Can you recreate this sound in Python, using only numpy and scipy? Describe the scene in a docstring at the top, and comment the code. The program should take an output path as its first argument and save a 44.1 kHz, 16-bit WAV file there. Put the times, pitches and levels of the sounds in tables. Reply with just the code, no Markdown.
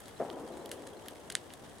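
"""Campfire in a snowy forest

A fire a few metres away: fluttering low noise is the flames, flickering high noise the steam hiss.
Random clicks ring the wood as ticks. Each pop is a crack and a burst of splintering through wood
resonances, scattered back by logs and trees. Early on a dull far-off bang arrives by several paths and
rolls on as decaying noise for over a second; faint two-note sine pips, perhaps a bird, come from afar."""
import sys
import numpy as np
from scipy import signal
from scipy.fft import rfft, irfft
from scipy.io import wavfile
from scipy.ndimage import uniform_filter1d

SR = 44100
rng = np.random.default_rng(int(sys.argv[2]) if len(sys.argv) > 2 else 0)


def inscribe(sig):
    """Save sig as 16-bit PCM at rate SR to the path in sys.argv[1].

    A 1-D sig is mono; a 2-D sig holds one channel per row.
    Samples are clipped to [-1, 1] before scaling.
    """
    pcm = np.round(np.clip(np.atleast_2d(sig).T, -1, 1) * 32767)
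    wavfile.write(sys.argv[1], SR, pcm.astype(np.int16))


N = 79380


def undb(db):
    """Decibels to gain."""
    return 10 ** (np.asarray(db) / 20)


def unit(x):
    """Scale to rms 1."""
    return x / np.sqrt(np.mean(x ** 2))


def curve(hz, points):
    """Gain at each frequency from (f/Hz, level/dB) points, interpolated over log f."""
    f, db = np.array(points, float).T
    return undb(np.interp(np.log(np.maximum(hz, 1)), np.log(f), db))


def noise(points):
    """Two unrelated noises with the given spectrum."""
    hz = np.fft.rfftfreq(N, 1 / SR)
    spectrum = rfft(rng.standard_normal((2, N))) * curve(hz, points)
    return unit(irfft(spectrum, N))


def walk(rate_hz):
    """Slow random modulation of about unit spread, mostly below rate_hz."""
    return unit(noise([(1, 0), (rate_hz, 0), (rate_hz * 2, -20), (rate_hz * 10, -80)])[0])


def stereo(pair, side_db, pan_db=0):
    """Left and right from a centre signal and a diffuse one in antiphase; positive pan is left."""
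    centre = pair[0] * undb(np.array([[pan_db], [-pan_db]]) / 2)
    side = undb(side_db) * pair[1] * np.array([[1], [-1]])
    return centre + side


def causal(gain):
    """Minimum-phase impulse response with these gains, by folding the cepstrum."""
    cepstrum = irfft(np.log(gain + 1e-5))
    half = len(cepstrum) // 2
    cepstrum[1:half] *= 2
    cepstrum[half + 1:] = 0
    return irfft(np.exp(rfft(cepstrum)))


def strike(push, ring):
    """Excite a resonance with a push; the energy is that of 1 ms at rms 1."""
    out = signal.fftconvolve(push, ring[None], axes=1)
    return out * np.sqrt(SR / 1000) / np.linalg.norm(out, axis=1, keepdims=True)


def add(out, s, sound):
    """Mix a sound in at time s."""
    start = max(int(s * SR), 0)
    out[:, start:start + sound.shape[1]] += sound


# faint far pips: t/s, f/Hz, peak level/dB
FAR_PIPS = [(.172, 4030, -58), (.345, 3190, -58.5), (.490, 3200, -59.5), (.535, 3980, -59),
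            (.612, 4030, -60), (.782, 3250, -60), (.888, 4010, -63), (.937, 3230, -61), (.972, 4090, -60),
            (1.022, 3200, -62), (1.050, 4100, -67)]
PIP_HALF_LENGTH_S, PIP_WAVER_HZ = 0.0077, 74.4  # half-length to 1/e


def pips():
    """Short sines with Gaussian envelopes and wavering pitch, on two notes."""
    t = np.arange(N) / SR
    waver_hz = PIP_WAVER_HZ * walk(150)
    out = np.zeros(N)
    for s, hz, db in FAR_PIPS:
        envelope = np.exp(-((t - s) / PIP_HALF_LENGTH_S) ** 2)
        phase = 2 * np.pi * np.cumsum(hz + waver_hz) / SR
        out += undb(db) * envelope * np.sin(phase)
    return out


BANG_S, BANG_PAN_DB, BANG_SIDE_DB = .198, 2.5, -13

# colour of the rolling echo: f/Hz, level/dB
ROLL_COLOUR = [(70, -28), (150, -14.5), (240, -3), (350, 1), (520, -0.5), (750, -5.5), (1000, -10.5),
               (1400, -21), (2200, -30.5), (5000, -69)]
ROLL_DB, ROLL_ATTACK_S, ROLL_FALL_DB_PER_S, ROLL_LUMPS_DB = -42, 0.051, 12.5, 0.66


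def rolling_echo():
    """Bang's echo through the trees: dull noise, lumpy in level, falling at a steady dB rate."""
    age_s = np.maximum(np.arange(N) / SR - BANG_S, 0)
    attack = np.minimum(age_s / ROLL_ATTACK_S, 1)
    level_db = ROLL_DB - ROLL_FALL_DB_PER_S * age_s + ROLL_LUMPS_DB * walk(18)
    return stereo(attack * undb(level_db) * noise(ROLL_COLOUR), BANG_SIDE_DB, BANG_PAN_DB)


# colour of the far-off bang: f/Hz, level/dB
BANG_COLOUR = [(60, -47), (100, -18), (150, -9.5), (320, -1), (480, -3.5), (660, 4), (900, -11.5),
               (1100, -15.5), (1750, -22), (2400, -35), (5000, -60), (9000, -85)]
# bang arrivals by different paths through the forest: t/s, level over 1 ms/dB
BANG_ARRIVALS = [(.2020, -29.5), (.2036, -26), (.2085, -29.5), (.2152, -28), (.2228, -27.5), (.2300, -30),
                 (.2500, -32), (.2860, -36.5), (1.114, -43)]
SMEAR_ATTACK_S, SMEAR_HOLD_S, SMEAR_DECAY_S, SMEAR_DB = 0.0011, 0.014, .026, -36


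def far_bang(size=2048):
    """A dull pulse arrives by several paths inside a smear of scattered noise."""
    pulse = strike(np.ones((1, 1)), causal(curve(np.fft.rfftfreq(size, 1 / SR), BANG_COLOUR)))
    paths = np.zeros((2, N + SR))
    for s, db in BANG_ARRIVALS:
        add(paths, s, undb(db) * pulse * np.array([[1], [0]]))  # centre only
    age_s = np.maximum(np.arange(N) / SR - BANG_S, 0)
    attack = np.minimum(age_s / SMEAR_ATTACK_S, 1)
    decay = np.exp(-np.maximum(age_s - SMEAR_ATTACK_S - SMEAR_HOLD_S, 0) / SMEAR_DECAY_S)
    smear = undb(SMEAR_DB) * attack * decay * noise(BANG_COLOUR)
    return stereo(paths[:, :N] + smear, BANG_SIDE_DB, BANG_PAN_DB)


# flame rumble spectrum: f/Hz, level/dB
FLAME_COLOUR = [(20, -21), (40, -7), (75, 0.5), (130, -1.5), (230, -.5), (420, -1), (700, -3.5), (1050, -8),
                (1600, -17), (3000, -39)]
FLAME_DB, FLAME_FLUTTER_DB, FLAME_SIDE_DB, FLAME_PAN_DB = -54.5, 0.37, -4.5, 3.5


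def flame_rumble():
    """Flames: low noise with a slow flutter in level."""
    level_db = FLAME_DB + FLAME_FLUTTER_DB * walk(4.7)
    return stereo(noise(FLAME_COLOUR), FLAME_SIDE_DB, FLAME_PAN_DB) * undb(level_db)


# steam hiss spectrum: f/Hz, level/dB
HISS_COLOUR = [(700, -36), (1200, 7), (1800, 11.5), (2400, 4.5), (3300, 8), (4300, 1.5), (5600, 2),
               (6800, 1), (7300, -1), (8200, 2), (10000, -1), (11500, -4), (16000, -12.5)]
HISS_DB, HISS_FLICKER_DB, HISS_SIDE_DB = -62, 2, -1.5


def steam_hiss():
    """Steam: wide high noise with a fast flicker in level."""
    level_db = HISS_DB + HISS_FLICKER_DB * walk(67)
    return stereo(noise(HISS_COLOUR), HISS_SIDE_DB) * undb(level_db)


# resonances of the burning wood: f/Hz, width/Hz, level/dB
WOOD_MODES = [(1730, 720, 4.5), (2115, 120, 1.5), (3300, 1530, -5.5), (4420, 3000, -2), (6690, 780, -1.5),
              (8000, 1060, -0.5), (9450, 2370, -0.5), (12300, 1200, -17.5), (14300, 2500, -23)]
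RING_WIDTH_HZ, RING_DB, WOOD_LOW_CUT_HZ = 720, 5, 860


def wood(knock_db, snap_db, air_db, ring_hz, size=1024):
    """Short ring of the wood, coloured for one crack; too small to radiate bass."""
    hz = np.fft.rfftfreq(size, 1 / SR)
    modes = WOOD_MODES + [(ring_hz, RING_WIDTH_HZ, RING_DB)]
    power = sum((undb(db) / (1 + (2 * (hz - f) / width) ** 2)) ** 2 for f, width, db in modes)
    tilt = curve(hz, [(2000, knock_db), (3000, 0), (4500, 0),
                      (7500, snap_db), (9500, snap_db), (11500, air_db)])
    low_cut = hz ** 2 / np.hypot(hz ** 2, WOOD_LOW_CUT_HZ ** 2)
    return causal(np.sqrt(power) * tilt * low_cut)


# tick colour before brightness: knock/dB, snap/dB, air/dB
TICK_TILT_DB = (-3.5, 6, 7.5)
# splinter ring of the dull, middle and bright ticks: f/Hz
TICK_RINGS_HZ = (2970, 3150, 3930)
TICKS_PER_S, TICK_SPREAD_DB, TICK_DB, TICK_SIDE_DB = 260, 1.5, -69.5, -18


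def ticks():
    """Tiny cracks at random times ring the wood, some duller and some brighter."""
    out = 0
    for brightness_db, ring_hz in zip((-6, 0, 5), TICK_RINGS_HZ):
        chance = rng.random((3, N))
        sizes = undb(TICK_SPREAD_DB * np.minimum(-np.log(chance[1]), 4))
        clicks = (chance[0] < TICKS_PER_S / 3 / SR) * sizes
        side_clicks = clicks * unit(chance[2] - .5)
        colour_db = np.array(TICK_TILT_DB) + brightness_db * np.array([-.5, 1, 1])
        ring = unit(wood(*colour_db, ring_hz))
        out = out + signal.fftconvolve([clicks, side_clicks], ring[None], axes=1)[:, :N]
    return undb(TICK_DB) * stereo(unit(out), TICK_SIDE_DB)


SPLINTER_SHARE = 2  # splintering rms sum against the crack, for 1 ms of splintering


def tear(splinter_ms, size=1024):
    """One crack, then fibres part in a fast dying cluster; centre spectrum evened out."""
    age = np.arange(size) / SR * 1000 / max(splinter_ms, .1)  # in splintering times
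    grain = rng.standard_normal((2, size))
    push = grain * abs(grain) * np.exp(-age) * (1 - np.exp(-2 * age))
    push = push / np.linalg.norm(push, axis=1, keepdims=True) * SPLINTER_SHARE * np.sqrt(splinter_ms)
    push[0, 0] += 1  # the crack
    power = uniform_filter1d(abs(rfft(push[0])) ** 2, size=9)
    push[0] = signal.fftconvolve(push[0], causal(power ** -.5))[:size]
    return push


SCATTER_DECAY_S, SCATTER_SIDE_DB, SCATTER_TREBLE_DB = 0.021, -5, -0.5


def scatter(size=6144):
    """Dense early echoes from logs and trees: spiky noise, fast onset, exponential decay."""
    t = np.arange(size) / SR
    grain = rng.standard_normal((2, size))
    return grain * abs(grain) * np.exp(-t / SCATTER_DECAY_S) * (1 - np.exp(-t / .0007))


POP_SIDE_DB = -14
# pops: t/s, level over 1 ms/dB, splintering/ms, knock below 2 kHz/dB, snap near 8 kHz/dB,
# air above 11.5 kHz/dB, scatter re crack/dB, splinter ring f/Hz
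STEAM_POPS = [(.0028, -44.5, 1.6, 14, 11.5, 22, -4, 3470), (.0570, -48, 1, -1, -2, 5, 0, 3840),
              (0.082, -44, 0.46, 0.5, 0, 10, -4, 3360), (0.2429, -51.5, 0.46, -8, 11, 6, -10, 4200),
              (.3012, -38.5, 0.26, -5, -17, -7, -13, 3220), (0.397, -55, 0.55, -6, 3, 8, 5.5, 3000),
              (0.4776, -50.5, 0.7, -18, -1, 2, -13, 4530), (.4870, -52, 0.58, 2, 10, 4, -5, 3200),
              (0.571, -48.5, 0.48, 6, 5, 7, 0, 3620), (.6595, -39.5, 0.69, -14, -5.5, 10, -17, 3260),
              (0.6928, -44.5, .6, 3, 2, 5, -25, 4050), (0.7153, -31.5, 1.3, 2, 2.5, 9, -5, 3000),
              (0.8214, -47.5, 1.1, -1, -2, 2, -16, 2080), (.8693, -45, 0.37, 3, 2, -3, -5, 3140),
              (0.8734, -43, 0.57, 2.5, 4, 5, -8, 3480), (1.0597, -46.5, .9, 2, -4, 7, -2, 1550),
              (1.0840, -35, 0.98, -4, -5, 9.5, -9.5, 3200), (1.109, -50.5, 0.34, -8, 12, 8, -4, 3800),
              (1.1574, -48.5, 0.45, 0.5, -9, -2, -20, 2080), (1.3, -42, 0.7, 8, -6, -8, -6, 1210),
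              (1.3004, -30.5, 1.6, 0.5, 1, 0, -16, 3220), (1.3163, -44.5, 1.1, -2, -23, -6, -6, 2890),
              (1.3222, -36, 1.9, -3, 3, 9, -39, 4300), (1.3525, -18.5, 0.37, 1, 3, -4.5, -18.5, 3620),
              (1.3691, -41, .6, -8, -19, -11, -5, 2820), (1.5037, -45, .9, 0, -15, -11, -4.5, 2860),
              (1.5372, -40, 0.71, -2, 0, 8, -13, 3700), (1.6562, -57, 0.53, -10, -7, -6, -3, 3430),
              (1.6960, -52, 0.7, -12, 5, -13, -5, 3300), (1.7839, -49.5, .9, -13, 6, -2, -10, 4050)]


def pops():
    """Steam pockets burst in the logs; each crack rings the wood and is scattered back."""
    out = np.zeros((2, N + SR))
    for s, db, splinter_ms, knock_db, snap_db, air_db, scatter_db, ring_hz in STEAM_POPS:
        crack = strike(tear(splinter_ms), wood(knock_db, snap_db, air_db, ring_hz))
        echo_ring = wood(knock_db, snap_db + SCATTER_TREBLE_DB, air_db + SCATTER_TREBLE_DB, ring_hz)
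        echoes = strike(scatter(), echo_ring)
        add(out, s, undb(db) * stereo(crack, POP_SIDE_DB))
        add(out, s, undb(db + scatter_db) * stereo(echoes, SCATTER_SIDE_DB))
    return out[:, :N]


def scene():
    """The forest around, the fire in front."""
    forest = pips() + rolling_echo() + far_bang()
    fire = flame_rumble() + steam_hiss() + ticks() + pops()
    return forest + fire


TOP_HZ = 16000


def record(dry):
    """Steep elliptic low-pass at TOP_HZ."""
    return signal.sosfilt(signal.ellip(8, .2, 70, TOP_HZ, fs=SR, output="sos"), dry)


dry = scene()
out = record(dry)
inscribe(out)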